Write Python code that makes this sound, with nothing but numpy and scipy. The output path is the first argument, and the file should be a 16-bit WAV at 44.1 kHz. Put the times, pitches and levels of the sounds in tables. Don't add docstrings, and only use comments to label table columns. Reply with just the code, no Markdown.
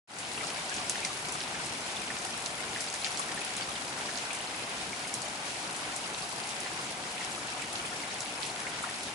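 import sys
import numpy as np
from scipy import signal
from scipy.fft import rfft, irfft
from scipy.io import wavfile

SR = 44100
rng = np.random.default_rng(int(sys.argv[2]) if len(sys.argv) > 2 else 0)


def file_out(sig):
    cols = np.atleast_2d(sig).T
    lim = np.clip(cols, -1, 1)
    pcm = np.round(lim * 32767).astype(np.int16)
    wavfile.write(sys.argv[1], SR, pcm)


N = 403074
TIME_S = np.arange(N) / SR
FREQ_HZ = np.fft.rfftfreq(N, 1 / SR)
TOP_HZ = 11020

# frequency in Hz, relative level in dB.
WASH_SPECTRUM = [(25, -25), (45, -14), (65, -5.5), (90, -6.5), (130, 0), (300, 1), (510, -1), (850, -0.5),
                 (1200, -1.5), (1450, 0.5), (1700, -2), (2400, 0), (3500, -4), (11000, -11)]
# frequency in Hz, correlation.
WASH_CORRELATION = [(100, 0.99), (400, 0.89), (800, 0.76), (1200, 0.17), (1600, 0.32), (2400, 0.054),
                    (6000, 0.18), (8000, 0.62), (11000, 0.32)]
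# frequency in Hz, left minus right in dB.
WASH_PAN = [(100, .3), (700, 2), (1100, 7.5), (2000, 1.5), (5000, -1), (8000, 2.5), (11000, 1)]
# frequency in Hz, phase lag in radians.
WASH_LAG = [(200, 0.047), (860, 0), (1200, 1.9), (2300, 1.5), (4500, 0.77), (9000, 0.49)]
# frequency in Hz, width in Hz, gain in dB.
ROOF_MODES = [(598, 37, -8.5), (679, 55, -7), (751, 63, -2.5), (861, 114, -6), (962, 132, -8)]
# frequency in Hz, relative gain in dB.
PATTER_EQ = [(300, 13), (1200, -0.5), (2400, 1), (3500, -1.5), (5000, 1), (7500, -3), (11000, 2)]
# time in seconds, gain in dB.
SPLASH_SWELL = [(0.2, -1), (0.55, 1), (1.6, -0.4), (2.5, -0.5), (3.1, 3), (4.7, -3), (5.7, -1.5),
                (6.05, 0.2), (7.0, -2), (7.8, 0), (8.3, 0), (9.1, -1.5)]
# start in seconds, level in dB, centre in Hz, left minus right in dB.
PUDDLE_DRIPS = [(0.3747, -30, 2600, 1.5), (0.4075, -30, 2170, 5.5), (0.5802, -35, 2400, 0),
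                (1.0294, -29, 2400, -3), (1.047, -28, 2200, -4), (1.551, -34, 2230, 1),
                (2.0170, -32.5, 2400, 3), (2.1002, -29, 1860, -1), (2.7602, -27.5, 1860, -1),
                (3.3745, -31, 1840, 3), (3.622, -31.5, 4600, 4), (3.7597, -33, 3240, -6),
                (3.973, -35, 1400, 8), (4.0847, -31, 1610, 1), (4.3043, -28, 2520, 4),
                (4.403, -31.5, 3020, 3), (4.93, -30.5, 2220, 2), (6.6592, -30.5, 1880, 1),
                (7.2077, -31, 1980, 1), (7.6153, -30.5, 2420, -3), (8.0341, -30, 2150, 2),
                (8.6659, -30.5, 2120, -1), (8.8375, -30, 1310, 3), (8.8875, -32.5, 1900, -1)]
# start in seconds, level in dB, centre in Hz, left minus right in dB.
GROUND_DRIPS = [(0.186, -22.5, 7300, 0), (0.4693, -26.5, 5900, -4), (0.741, -27, 7200, 1),
                (0.764, -29.5, 5180, 2), (0.8957, -15, 7360, -2), (1.049, -21, 5200, 0),
                (1.322, -25, 9000, 0), (1.3419, -30, 8610, 7), (1.4045, -22, 4600, 0),
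                (2.25, -23, 9600, -1), (2.46, -19, 4970, 0), (2.8063, -22.5, 6660, 2),
                (2.9004, -25, 5860, -1), (3.045, -19.5, 3830, 2), (3.1727, -22, 5600, -2),
                (4.156, -28.5, 4400, -6), (4.1745, -26, 4800, -3), (4.33, -28.5, 8450, 2),
                (5.1402, -17, 8300, 0), (5.2186, -25, 6700, 3.5), (5.7632, -25, 7150, 3),
                (5.962, -24, 8410, 4), (6.2227, -29.5, 3860, -5), (8.205, -22, 6300, 1),
                (8.4303, -24.5, 3320, -5), (8.45, -28, 3600, -3), (8.828, -30, 9900, 0)]
# time in seconds, gain in dB.
OPENING_FADE = [(0, -140), (.07, -120), (.075, -28.5), (.1, -11), (.15, -6), (.2, -2), (.35, 0.5)]


def undb(db):
    return 10 ** (np.asarray(db) / 20)


def unit_rms(x):
    return x / np.sqrt(np.mean(x ** 2))


def over_hz(points):
    hz, value = np.transpose(points)
    return np.interp(np.log(FREQ_HZ + 1), np.log(hz), value)


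def over_time(points, time_s=TIME_S):
    return np.interp(time_s, *np.transpose(points))


def pan(pan_db):
    return undb(np.vstack([pan_db, -pan_db]) / 2)


def wander(rate_hz):
    knots = rng.standard_normal(size=2048)
    return unit_rms(np.interp(TIME_S * rate_hz, np.arange(len(knots)), knots))


def add(out, start_s, sound):
    start = int(np.clip(start_s * SR, 0, N - 1))
    out[:, start:start + sound.shape[1]] += sound[:, :N - start]


def far_rain(flicker_db, flicker_hz):
    mid, side = rfft(rng.standard_normal((2, N)))
    correlation = over_hz(WASH_CORRELATION)
    ears = np.array([[1], [-1]])
    spectrum = np.sqrt(1 + correlation) * mid + np.sqrt(1 - correlation) * side * ears
    spectrum *= np.exp(-0.5j * ears * over_hz(WASH_LAG))
    spectrum *= undb(over_hz(WASH_SPECTRUM)) * pan(over_hz(WASH_PAN)) * (FREQ_HZ < TOP_HZ + 500)
    octave = np.clip(np.log2((FREQ_HZ + 1) / 350), 0, 5)
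    bands = (irfft(spectrum * np.maximum(1 - np.abs(octave - k), 0), N) for k in range(6))
    return unit_rms(sum(band * undb(flicker_db * wander(flicker_hz)) for band in bands))


def roof(spread_db, pan_db, stereo_width, count):
    when, size, place = rng.random((count, 3)).T
    force = undb(-spread_db * np.log(1 - size)) * rng.choice([-1, 1], count)
    lean = stereo_width * (2 * place - 1)
    blows = [np.bincount((when * N).astype(int), force * (1 + ear * lean), N) for ear in (1, -1)]
    response = 0
    for k, (hz, width_hz, db) in enumerate(ROOF_MODES):
        detune = (FREQ_HZ ** 2 - hz ** 2) / (width_hz * (FREQ_HZ + 1))
        response += (-1) ** k * undb(db) / (1 + 1j * detune)
    return unit_rms(irfft(rfft(blows) * response, N)) * pan(pan_db)


def surface_band(hz, octaves, samples):
    bins_hz = np.fft.rfftfreq(samples, 1 / SR) + 1
    detune = 1j * (bins_hz / hz - hz / bins_hz) / (2 ** (octaves / 2) - 2 ** (-octaves / 2))
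    return (bins_hz < TOP_HZ + 500) / ((1 + detune) * (1 + detune + detune ** 2))


def impact(hz, octaves, crack_s, spray_db, spray_s, correlation, rise_s=0.000086, samples=4096):
    t = np.arange(samples) / SR
    shared, *own = rng.standard_normal((3, samples))
    noise = np.sqrt(correlation) * shared + np.sqrt(1 - correlation) * np.array(own)
    noise *= 1 - np.exp(-t / rise_s)
    crack = rfft(noise * np.exp(-t / crack_s)) * surface_band(hz, octaves, samples)
    tail = np.exp(-t / spray_s) * (1 - t / t[-1])
    spray = rfft(noise * tail) * surface_band(hz, octaves + 0.64, samples)
    sound = irfft(crack + undb(spray_db) * spray)
    return sound / np.abs(sound.mean(axis=0)).max()


def patter(low_hz, high_hz, spread_db, octaves, crack_s, spray_db, pan_db, count):
    out = np.zeros((2, N))
    for when, pitch, size, place in rng.random((count, 4)):
        hz = low_hz + (high_hz - low_hz) * pitch ** 1.4
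        sound = impact(hz, octaves, crack_s, spray_db, spray_s=0.04,
                       correlation=0.39 * hz / high_hz, rise_s=0.00037, samples=2048)
        size_db = spread_db * size ** 2
        add(out, when * N / SR, sound * undb(size_db) * pan(pan_db + 8 * (place - 0.5)))
    return unit_rms(irfft(rfft(out) * undb(over_hz(PATTER_EQ)), N))


def drips(voice, rows):
    out = np.zeros((2, N))
    for start_s, db, hz, pan_db in rows:
        add(out, start_s, voice(db, hz) * pan(pan_db))
    return out


def stray_drips(voice, span_db, low_hz, high_hz, pan_db, count):
    when, size, pitch, place = rng.random((count, 4)).T
    start_s = (np.arange(count) + when) / count * N / SR
    db = np.interp(size, (0, 1), span_db) + over_time(SPLASH_SWELL, start_s)
    hz = low_hz * (high_hz / low_hz) ** pitch
    return drips(voice, zip(start_s, db, hz, pan_db + 10 * (place - 0.5)))


def siding_tap(db, hz):
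    return undb(db) * impact(hz, octaves=0.97, crack_s=0.00082, spray_db=-23, spray_s=0.02,
                             correlation=0.54)


def bubble_ping(db, hz):
    return undb(db) * impact(hz, octaves=0.16, crack_s=0.0024, spray_db=-26, spray_s=0.015,
                             correlation=0.99)


def puddle_plop(db, hz):
    return undb(db) * impact(hz, octaves=0.26, crack_s=0.0036, spray_db=-17.5, spray_s=0.056,
                             correlation=0.74)


def ground_smack(db, hz, usual_db=-24.5):
    force_db = db - usual_db
    octaves = max(0.9 + 0.03 * force_db, 0.3)
    spray_db = -17 - 0.14 * max(force_db, 0)
    return undb(db) * impact(hz, octaves, crack_s=0.00089, spray_db=spray_db, spray_s=0.037,
                             correlation=0.54, rise_s=0.0003)


def scene():
    wash = far_rain(flicker_db=1.08, flicker_hz=18) * undb(-38)
    drumming = roof(spread_db=2, pan_db=3, stereo_width=0.53, count=9000) * undb(-47.5)
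    ease_db_per_s = 0.0927
    background = (wash + drumming) * undb(-ease_db_per_s * TIME_S)
    ticks = patter(low_hz=2130, high_hz=9300, spread_db=10, octaves=1.77, crack_s=0.00077,
                   spray_db=-20, pan_db=3.5, count=1700)
    plips = patter(low_hz=1102, high_hz=10370, spread_db=5.5, octaves=0.17, crack_s=0.004,
                   spray_db=-25, pan_db=2.5, count=900)
    flurry_db = 0.3 * wander(rate_hz=5.18)
    near = (ticks * undb(-45) + plips * undb(-48)) * undb(flurry_db + over_time(SPLASH_SWELL))
    smacks = drips(ground_smack, GROUND_DRIPS)
    smacks += stray_drips(ground_smack, span_db=(-26, -30), low_hz=5600, high_hz=9500,
                          pan_db=1.5, count=18)
    plops = drips(puddle_plop, PUDDLE_DRIPS)
    pings = stray_drips(bubble_ping, span_db=(-36.5, -32), low_hz=3490, high_hz=9900, pan_db=1, count=20)
    taps = stray_drips(siding_tap, span_db=(-34, -26.5), low_hz=1700, high_hz=3840, pan_db=-2, count=26)
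    return background + near + taps + pings + plops + smacks


def record(dry):
    faded = dry * undb(over_time(OPENING_FADE))
    lowpass = signal.ellip(12, 0.2, 70, TOP_HZ, fs=SR, output="sos")
    return signal.sosfilt(lowpass, faded)


dry = scene()
out = record(dry)
file_out(out)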